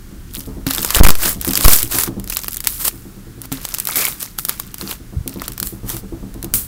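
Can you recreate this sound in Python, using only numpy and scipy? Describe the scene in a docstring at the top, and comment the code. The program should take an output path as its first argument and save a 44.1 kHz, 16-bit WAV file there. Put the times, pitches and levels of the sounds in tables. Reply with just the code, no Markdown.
"""Wet slime with beads is kneaded on a wooden table, close to one microphone.
Air pockets pop as their thin walls tear, fine foam crackles with each squeeze, and escaping bubbles ring.
Once, a pocket of air rings as the lump peels off the wood. Quick soft knocks come up through the table,
two hard squeezes jolt the microphone into overload, and a quiet room hums behind it all."""
import sys
import numpy as np
from scipy import signal
from scipy.fft import rfft, irfft, next_fast_len
from scipy.io import wavfile

SR = 44100
rng = np.random.default_rng(int(sys.argv[2]) if len(sys.argv) > 2 else 0)


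def log_audio(samples):
    """Write samples as a 16-bit WAV file to the path given in sys.argv[1]."""
    # one column per channel
    frames = np.atleast_2d(samples).T
    # limit to full scale, then quantise
    limited = np.clip(frames, -1, 1)
    pcm = np.round(limited * 32767).astype(np.int16)
    wavfile.write(sys.argv[1], SR, pcm)


N = 294147
TIME = np.arange(N) / SR

# The three tone colours of bursting slime, each (frequency [Hz], level [dB]):
SNAP_COLOUR = [(1000, -5), (2500, -3.5), (5000, 0), (8000, -2), (12000, -45)]  # the sharp crack of a tearing film
BRIGHT_COLOUR = [(4000, -30), (8000, -4), (12000, 0), (15600, 0), (16100, -38)]  # the very high fizz
HOLLOW_COLOUR = [(300, 5.5), (700, -1.5), (1200, 4), (2200, -9.5), (3500, -22), (8000, -49)]  # the low, hollow sound of an air pocket


def pops():
    """An air pocket's wall tears: a short crack, then a weaker spatter. Big ones sound hollow and dull."""
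    # the loudest air pockets: (time [s], level [dB], hollow part compared with that level [dB])
    pockets = [(0.3502, -9, -38), (0.405, -16, -49), (0.666, -3, -13), (0.708, 1, -19), (0.735, -3, -30),
               (0.748, -3, -28), (0.7814, -3, -12.5), (0.791, -6, -14), (0.8288, 1, -18), (0.847, 4, -12),
               (0.905, 5, -14), (0.9453, -11, -19), (1.0341, 15, -18), (1.0411, 10.5, -21),
               (1.0484, -10, -3), (1.0647, 3.5, 3.5), (1.0714, 10, -26), (1.0854, 13, -28), (1.0903, 9, -3),
               (1.1042, 11.5, -21), (1.1523, -2.5, -11), (1.4127, -4, -39), (1.424, -14, -10),
               (1.4473, -2.5, -14), (1.4775, -2, -14), (1.5082, -5, -21), (1.5337, 2, -20), (1.554, 3, -23),
               (1.568, -4, -24), (1.5739, 6, -25), (1.6084, 3, -12.5), (1.6437, 3, -12), (1.6498, 10, -7.5),
               (1.681, 18.5, -11.5), (1.7319, 16, -29), (1.821, -5, -24), (1.8289, 2, -38),
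               (1.9854, 3, -30), (2.035, 2.5, -19), (2.0764, -11.5, -5.5), (2.1977, -14.5, -21),
               (2.2414, -16, -41), (2.275, -11, -15), (2.299, -2.5, -17), (2.3251, -7, -15),
               (2.369, 3, -24), (2.3905, -10, -12), (2.4342, -10, -27), (2.4433, -8, -16), (2.4817, 1, -18),
               (2.5194, -14, -25), (2.5308, -9.5, -42), (2.5436, -11, -49), (2.569, -6.5, -49),
               (2.604, -6.5, -41), (2.6408, -9, -17), (2.6458, -8, -25), (2.6554, -15, -8),
               (2.671, 10.5, -24.5), (2.8511, -0.5, -28), (2.8798, 6, -19), (3.4165, -14.5, -52),
               (3.4546, -15.5, -29), (3.5181, -11, -9), (3.5242, -4.5, -26), (3.6512, -1.5, -17.5),
               (3.6878, -12, -33), (3.7404, -2, -27), (3.7459, -3.5, -22), (3.7845, -4.5, -15.5),
               (3.7996, -2, -41), (3.8524, -7.5, -51), (3.8714, 1, -17.5), (3.9572, 0.5, -29),
               (4.0514, 4.5, -26), (4.2046, -10, -39), (4.2279, -5, -17), (4.3864, 0.5, -16.5),
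               (4.394, -12, -31), (4.4503, -0.5, -21), (4.4857, -4, -19), (4.493, 4.5, -22),
               (4.5982, -3, -25), (4.7419, -6.5, -23), (4.7825, -14, -24), (4.812, -10, -16),
               (4.9106, -8, -17), (5.2768, -5, -29), (5.2935, -16.5, -25), (5.3394, -22, -21),
               (5.4183, -8.5, -2.5), (5.4385, -21, -41), (5.4799, -2, -18.5), (5.5193, -13, -24),
               (5.5331, -21, -33), (5.5782, -7.5, -13.5), (5.6002, -3, -28), (5.6281, -0.5, -17.5),
               (5.6708, -8, -36), (5.8924, -8, -36), (5.9, -6, -22), (5.9663, -8.5, -17),
               (6.3408, -21.5, -29), (6.4274, -9.5, -18), (6.444, -8, -22), (6.538, 5.5, -24)]
    s, db, hollow_db = np.transpose(pockets)

    def burst(level_db, t60):
        spatter = bursts(s, amp(level_db - 19), rise_s=0.0018, t60=10.9 * t60)
        return tears(s, level_db, t60) + spatter

    snap = burst(db - 18.5, t60=0.0087) * noise(SNAP_COLOUR)
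    bright = burst(db - 15.5 - 0.15 * hollow_db, t60=0.006) * noise(BRIGHT_COLOUR)
    hollow = burst(db - 8 + hollow_db, t60=0.0095) * noise(HOLLOW_COLOUR)
    return snap + bright + hollow


def tears(s, level_db, t60, opening_s=0.0007):
    """Loudness of tearing films: each opens, holds just as long, then fades 60 dB in t60 seconds."""
    t = np.arange(SR // 10) / SR
    opening = np.clip(t / opening_s, 0, 1)
    fade = amp(-60 * np.clip(t - 2 * opening_s, 0, 1) / t60)
    return place(s, amp(level_db)[:, None] * opening * fade)


def foam():
    """Hundreds of tiny bubbles burst each second, now one by one, now merged into a wet hiss."""
    crackle_db, squelch_db, merged = squeezes()
    shared = grains(count=900, t60=0.0043)

    def texture(t60):
        """Each size of bubble bursts partly with the others, partly on its own."""
        return merged + (1 - merged) * (0.14 * shared + 0.29 * grains(count=800, t60=t60))

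    bright = amp(crackle_db) * texture(t60=0.0014) * noise(BRIGHT_COLOUR)
    snap = amp(0.56 * crackle_db + 0.38 * squelch_db - 4.5) * texture(t60=0.033) * noise(SNAP_COLOUR)
    squelch = amp(squelch_db) * texture(t60=0.0077) * noise(HOLLOW_COLOUR)
    low = bubble_swarm(count=1500, scatter_db=4.3, hz=2150, spread=0.407, limits_hz=(600, 9000), cycles=15)
    high = bubble_swarm(1200, scatter_db=6.3, hz=6000, spread=0.444, limits_hz=(2000, 14000), cycles=13)
    return bright + snap + squelch + amp(squelch_db - 9.5) * low + amp(crackle_db - 12) * (1 - merged) * high


def squeezes():
    """Hands press the foam. Gives crackle [dB], wet squelch [dB] and the share of hiss over time."""
    # (full from [s], rise [s], hold [s], fall [s], crackle [dB], squelch [dB], merged into hiss [0-1])
    presses = [(0.354, 0.077, 0.015, 0.22, -24.5, -53, 0.22), (0.668, 0.0083, 0.31, .05, -18.5, -29.5, 0.2),
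               (0.951, 0.11, 0.027, 0.099, -7, -17, 0.13), (1.03, 0.095, 0.038, 0.11, -12, -10.5, 0.34),
               (1.239, 0.12, 0.065, 0.076, -10, -20.5, 0.34), (1.471, 0.1, 0.15, 0.27, -16, -29.5, 0.17),
               (1.662, 0.1, 0.087, 0.17, -4.5, -21, 0.33), (1.917, 0.034, 0.11, 0.031, -15, -26.5, 0.45),
               (1.991, .1, .04, 0.082, -12, -26, 0.23), (2.051, .05, 0.031, .02, -27.5, -29, 0.33),
               (2.302, 0.044, 0.081, 0.26, -20.5, -40.5, .1), (2.507, 0.057, 0.062, 0.046, -24.5, -70, 0),
               (2.696, 0.092, .005, 0.44, -20.5, -46, 0.44), (2.802, 0.033, 0.03, .06, -21.5, -38, 0.73),
               (2.848, 0.02, .035, 0.023, -14, -31, .6), (3.447, 0.053, 0.0045, 0.023, -30.5, -35, 0.33),
               (3.519, 0.0067, .005, 0.18, -23.5, -29, 0.33), (3.622, 0.08, 0.25, 0.18, -28, -41, 0.2),
               (3.88, 0.041, .005, 0.33, -16.5, -28.5, 0.12),
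               (3.967, 0.046, 0.038, 0.23, -11.5, -24.5, 0.39),
               (4.047, 0.046, 0.049, 0.056, -18.5, -32, .3), (4.223, 0.065, 0.0023, 0.13, -17.5, -37, 0.2),
               (4.384, 0.013, .005, 0.27, -28, -68, 0.56), (4.486, 0.032, .005, 0.24, -21.5, -34, 0.24),
               (4.63, 0.14, 0.1, .1, -38.5, -47, 0.1), (4.819, 0.076, 0.0046, 0.032, -28, -34, 0.54),
               (4.914, 0.17, .005, 0.078, -21, -30.5, 0.39), (5.296, 0.037, 0.043, 0.09, -32.5, -60, 0.1),
               (5.442, .2, .005, 0.22, -29.5, -37, 0.12), (5.66, 0.079, 0.0044, 0.14, -24, -54, 0.7),
               (5.894, 0.059, 0.024, .1, -23, -34, 0.54), (5.933, .05, 0.064, .03, -31, -43, 0.47),
               (6.542, 0.0065, 0.0029, .15, -10.5, -41, 0.71)]
    crackle = squelch = hiss = 0
    for s, rise, hold, fall, crackle_db, squelch_db, merged in presses:
        power = (amp(crackle_db) * swell(s, rise, hold, fall)) ** 2  # overlapping squeezes add power
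        crackle += power
        hiss += merged * power
        squelch += (amp(squelch_db) * swell(s, rise, 0.78 * hold, 1.07 * fall)) ** 2
    return 10 * np.log10(crackle), 10 * np.log10(squelch), hiss / crackle


def bubble_swarm(count, scatter_db, hz, spread, limits_hz, cycles):
    """Small bubbles ring at random times, with pitches scattered around hz."""
    loudness, pitch = rng.standard_normal((count, 2)).T
    s = rng.random(count) * N / SR
    pitches_hz = np.clip(hz * np.exp(spread * pitch), *limits_hz)
    return unit(plinks(s, amp(scatter_db * loudness), pitches_hz, cycles))


def big_bubbles():
    """Trapped air rings briefly with a clear pitch as it escapes."""
    # the larger bubbles: (time [s], level [dB], pitch [Hz])
    bubbles = [(0.711, -8, 3950), (.782, -5, 3460), (0.948, -1, 2960), (1.555, -2, 5000),
               (2.324, -17, 2520), (3.891, -17, 1260), (3.903, -15.5, 2200), (3.928, -15, 3760),
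               (3.966, -14, 2120), (3.983, -10.5, 2260), (4.005, -22, 2150), (4.387, -19, 1320),
               (4.598, -22, 1110), (4.812, -11.5, 4240), (4.876, -14, 4570)]
    s, db, hz = np.transpose(bubbles)
    return plinks(s, amp(db), hz, cycles=27)


def plinks(s, size, hz, cycles):
    """Each bubble is a tone that fades 60 dB in the given cycles while its pitch rises a little."""
    turns = hz[:, None] * np.arange(SR // 60) / SR
    tones = np.sin(2 * np.pi * turns * (1 + 0.00097 * turns))
    return place(s, size[:, None] * tones * amp(-60 * turns / cycles))


def peel():
    """The lump peels off the table, and a pocket of air rings with a grainy sound."""
    # the narrow band in which the pocket rings: (frequency [Hz], level [dB])
    cavity = [(1700, -30), (2100, 0), (2350, 0), (2900, -30)]
    loudness = amp(-30.5) * swell(full_s=4, rise_s=0.17, hold_s=0.0742, fall_s=0.1)
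    return loudness * (0.35 + 0.57 * grains(count=900, t60=0.027)) * noise(cavity)


def table_knocks():
    """Soft knocks make the table top ring, each with a dull puff."""
    # knocks through the table: (time [s], level [dB])
    knocks = [(0.113, -35), (0.369, -29), (0.474, -23), (0.569, -28.5), (0.785, -26), (1.251, -23.5),
              (1.36, -27.5), (1.474, -19.5), (1.58, -23.5), (1.83, -28), (1.942, -27), (2.077, -20),
              (2.168, -24.5), (2.929, -34), (3.054, -33), (3.166, -34.5), (3.269, -37), (3.378, -34.5),
              (3.952, -31), (4.828, -29.5), (5.002, -35.5), (5.126, -28), (5.26, -25), (5.359, -24),
              (5.489, -33), (5.612, -29.5), (5.725, -28), (5.833, -25), (5.935, -28), (6.032, -30),
              (6.123, -26), (6.227, -26.5), (6.349, -26), (6.438, -24.5), (6.534, -26.5)]
    # the table top's own tones: (pitch [Hz], level [dB], time to fade 60 dB [s])
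    wood_tones = [(54, -12, .3), (118, -3, .28), (194, -2, .28), (269, -3, .26), (330, -1, .15),
                  (435, -13, .2)]
    # the colour of the puff: (frequency [Hz], level [dB])
    puff_colour = [(150, 6), (350, -1.5), (1300, -15.5)]
    s, db = np.transpose(knocks)
    puff = bursts(s, amp(db - 12.5), rise_s=0.00073, t60=0.6) * noise(puff_colour)
    return puff + amp(1) * ring(knocks, wood_tones, rise_s=0.0012, scatter_db=3.0)


def hand_slaps():
    """A hand lands on the lump and makes it ring on the wood."""
    # the hand's landings: (time [s], level [dB])
    slaps = [(.667, -15.5), (3.518, -19.5)]
    # the tones of the lump on the wood: (pitch [Hz], level [dB], time to fade 60 dB [s])
    lump_tones = [(141.6, -6.5, 0.31), (168, 11, 0.028), (267, -1, 0.18), (430, -13, 0.14)]
    return ring(slaps, lump_tones, rise_s=0.0017, scatter_db=3.5)


def lump_drop(start_s=5.172, hz=90, first_swing=-0.36, bounce_keeps=0.68):
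    """The dropped lump bounces dully: one soft swing of air pressure each time, with no ringing."""
    out = np.zeros(N)
    for k, delay_s in enumerate((0, 0.014, 0.039)):
        turns = hz * (TIME - start_s - delay_s)
        out += first_swing * bounce_keeps ** k * np.cos(2 * np.pi * turns) * np.exp(-(2.1 * turns) ** 2)
    return out


def microphone_jolts(sag_per_s=5):
    """Hard squeezes jolt the microphone: each swing of pressure climbs, sags while held and leaks away."""
    # swings of pressure: (start [s], rise [s], hold [s], fall [s], size [share of full scale])
    jolts = [(.965, .005, .002, .003, -.45), (1.0028, .0004, .0075, .0003, -1.4),
             (1.0107, .0004, .036, .003, 1.2), (1.049, .005, .05, .055, -1.05),
             (1.649, .003, .006, .002, -1.1), (1.659, .004, .015, .055, 1)]
    out = np.zeros(N)
    for s, rise, hold, fall, size in jolts:
        climb = np.clip((TIME - s) / rise, 0, 1)
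        after = TIME - s - rise - hold  # negative until the hold ends
        out += size * climb * np.where(after < 0, 1 - sag_per_s * after, np.exp(-np.abs(after) / fall))
    return out


def room():
    """A steady hiss, a faint hum and the low rumble of moving arms and air."""
    # the colours of the hiss and of the rumble: (frequency [Hz], level [dB])
    hiss_colour = [(47, -26), (80, -15.5), (119, -5.5), (323, -11.5), (575, -29), (1000, -29),
                   (1340, -23.5), (2540, -31), (15700, -32), (16100, -80)]
    rumble_colour = [(15, -13), (30, -1.5), (60, -7.5), (110, -14)]
    # the tones of the hum: (pitch [Hz], average level [dB])
    hum_tones = [(118.4, -49.5), (193.8, -51.5)]
    # how the rumble grows and shrinks: (time [s], level [dB])
    sway = [(0, -42.5), (1, -38.5), (2.2, -41), (4.1, -50.5), (6.67, -38.5)]
    hum = sum(amp(db) * np.sqrt(2) * np.sin(2 * np.pi * hz * TIME) for hz, db in hum_tones)
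    rumble_db = np.interp(TIME, *np.transpose(sway)) + 7
    return amp(-42) * noise(hiss_colour) + hum + amp(rumble_db) * noise(rumble_colour)


def ring(blows, tones, rise_s, scatter_db):
    """A struck object sounds the same fading tones at every blow, each time at new strengths."""
    out, t = np.zeros(N + SR), np.arange(SR // 2) / SR
    for s, db in blows:
        sound = 0
        for hz, level, t60 in tones:
            start_db = level + scatter_db * rng.standard_normal()
            sound += amp(start_db - 60 * t / t60) * np.sin(2 * np.pi * hz * t)
        out[round(s * SR):][:len(t)] += amp(db) * sound * (1 - np.exp(-t / rise_s))
    return out[:N]


def swell(full_s, rise_s, hold_s, fall_s):
    """Loudness that climbs 30 dB in rise_s, holds at 1, then sinks 30 dB in each fall_s."""
    before, after = (full_s - TIME) / rise_s, (TIME - full_s - hold_s) / fall_s
    return amp(-30 * np.clip(np.maximum(before, after), 0, 4))


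def grains(count, t60):
    """Loudness curve of random bursts, most small and a few large."""
    when, chance = rng.random((count, 2)).T
    size = np.minimum(amp(-7 * np.log(1 - chance)), 6)
    return unit(bursts(when * N / SR, size, rise_s=0.00025, t60=t60))


def bursts(s, size, rise_s, t60):
    """Loudness curve of bursts at times s: each rises, fades 60 dB per t60 seconds and ends at 1/8 s."""
    t = np.arange(SR // 8) / SR
    shape = (1 - np.exp(-t / rise_s)) * amp(-60 * t / t60)
    starts = np.bincount((s * SR).astype(int), size, N)[:N]
    return np.abs(signal.fftconvolve(starts, shape / shape.max())[:N])


def place(s, sounds):
    """Adds short sounds, one per row, into one track at times s."""
    at = (s * SR).astype(int)[:, None] + np.arange(sounds.shape[1])
    return np.bincount(at.ravel(), sounds.ravel(), N)[:N]


def noise(colour):
    """Noise of average strength 1, shaped by (frequency [Hz], level [dB]) points."""
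    m = next_fast_len(N)
    hz, db = np.transpose(colour)
    log_hz = np.log(np.fft.rfftfreq(m, 1 / SR) + 1)
    gain = amp(np.interp(log_hz, np.log(hz), db, left=-120, right=-120))
    return unit(irfft(rfft(rng.standard_normal(m)) * gain, m)[:N])


def below(x, top_hz):
    """Removes everything above top_hz."""
    m = next_fast_len(N + SR // 4)
    return irfft(rfft(x, m) * (np.fft.rfftfreq(m, 1 / SR) < top_hz), m)[:, :N]


def amp(db):
    """Turns decibels into a multiplier."""
    return 10 ** (np.asarray(db) / 20)


def unit(x):
    """Scales x to an average strength (rms) of 1."""
    return x / np.sqrt(np.mean(x ** 2) + 1e-20)


def scene():
    """One microphone hears everything and feeds both channels."""
    slime = pops() + foam() + big_bubbles() + peel()
    thumps = table_knocks() + hand_slaps() + lump_drop()
    return np.tile(slime + thumps + microphone_jolts() + room(), (2, 1))


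def record(dry, full_scale=0.96):
    """The sound has no treble above 16 kHz; overload rounds off peaks and adds a little above that."""
    trimmed = below(dry, top_hz=16000)
    rounded = trimmed / (1 + np.abs(trimmed / full_scale) ** 12) ** (1 / 12)
    return below(rounded, top_hz=16900)


dry = scene()
out = record(dry)
log_audio(out)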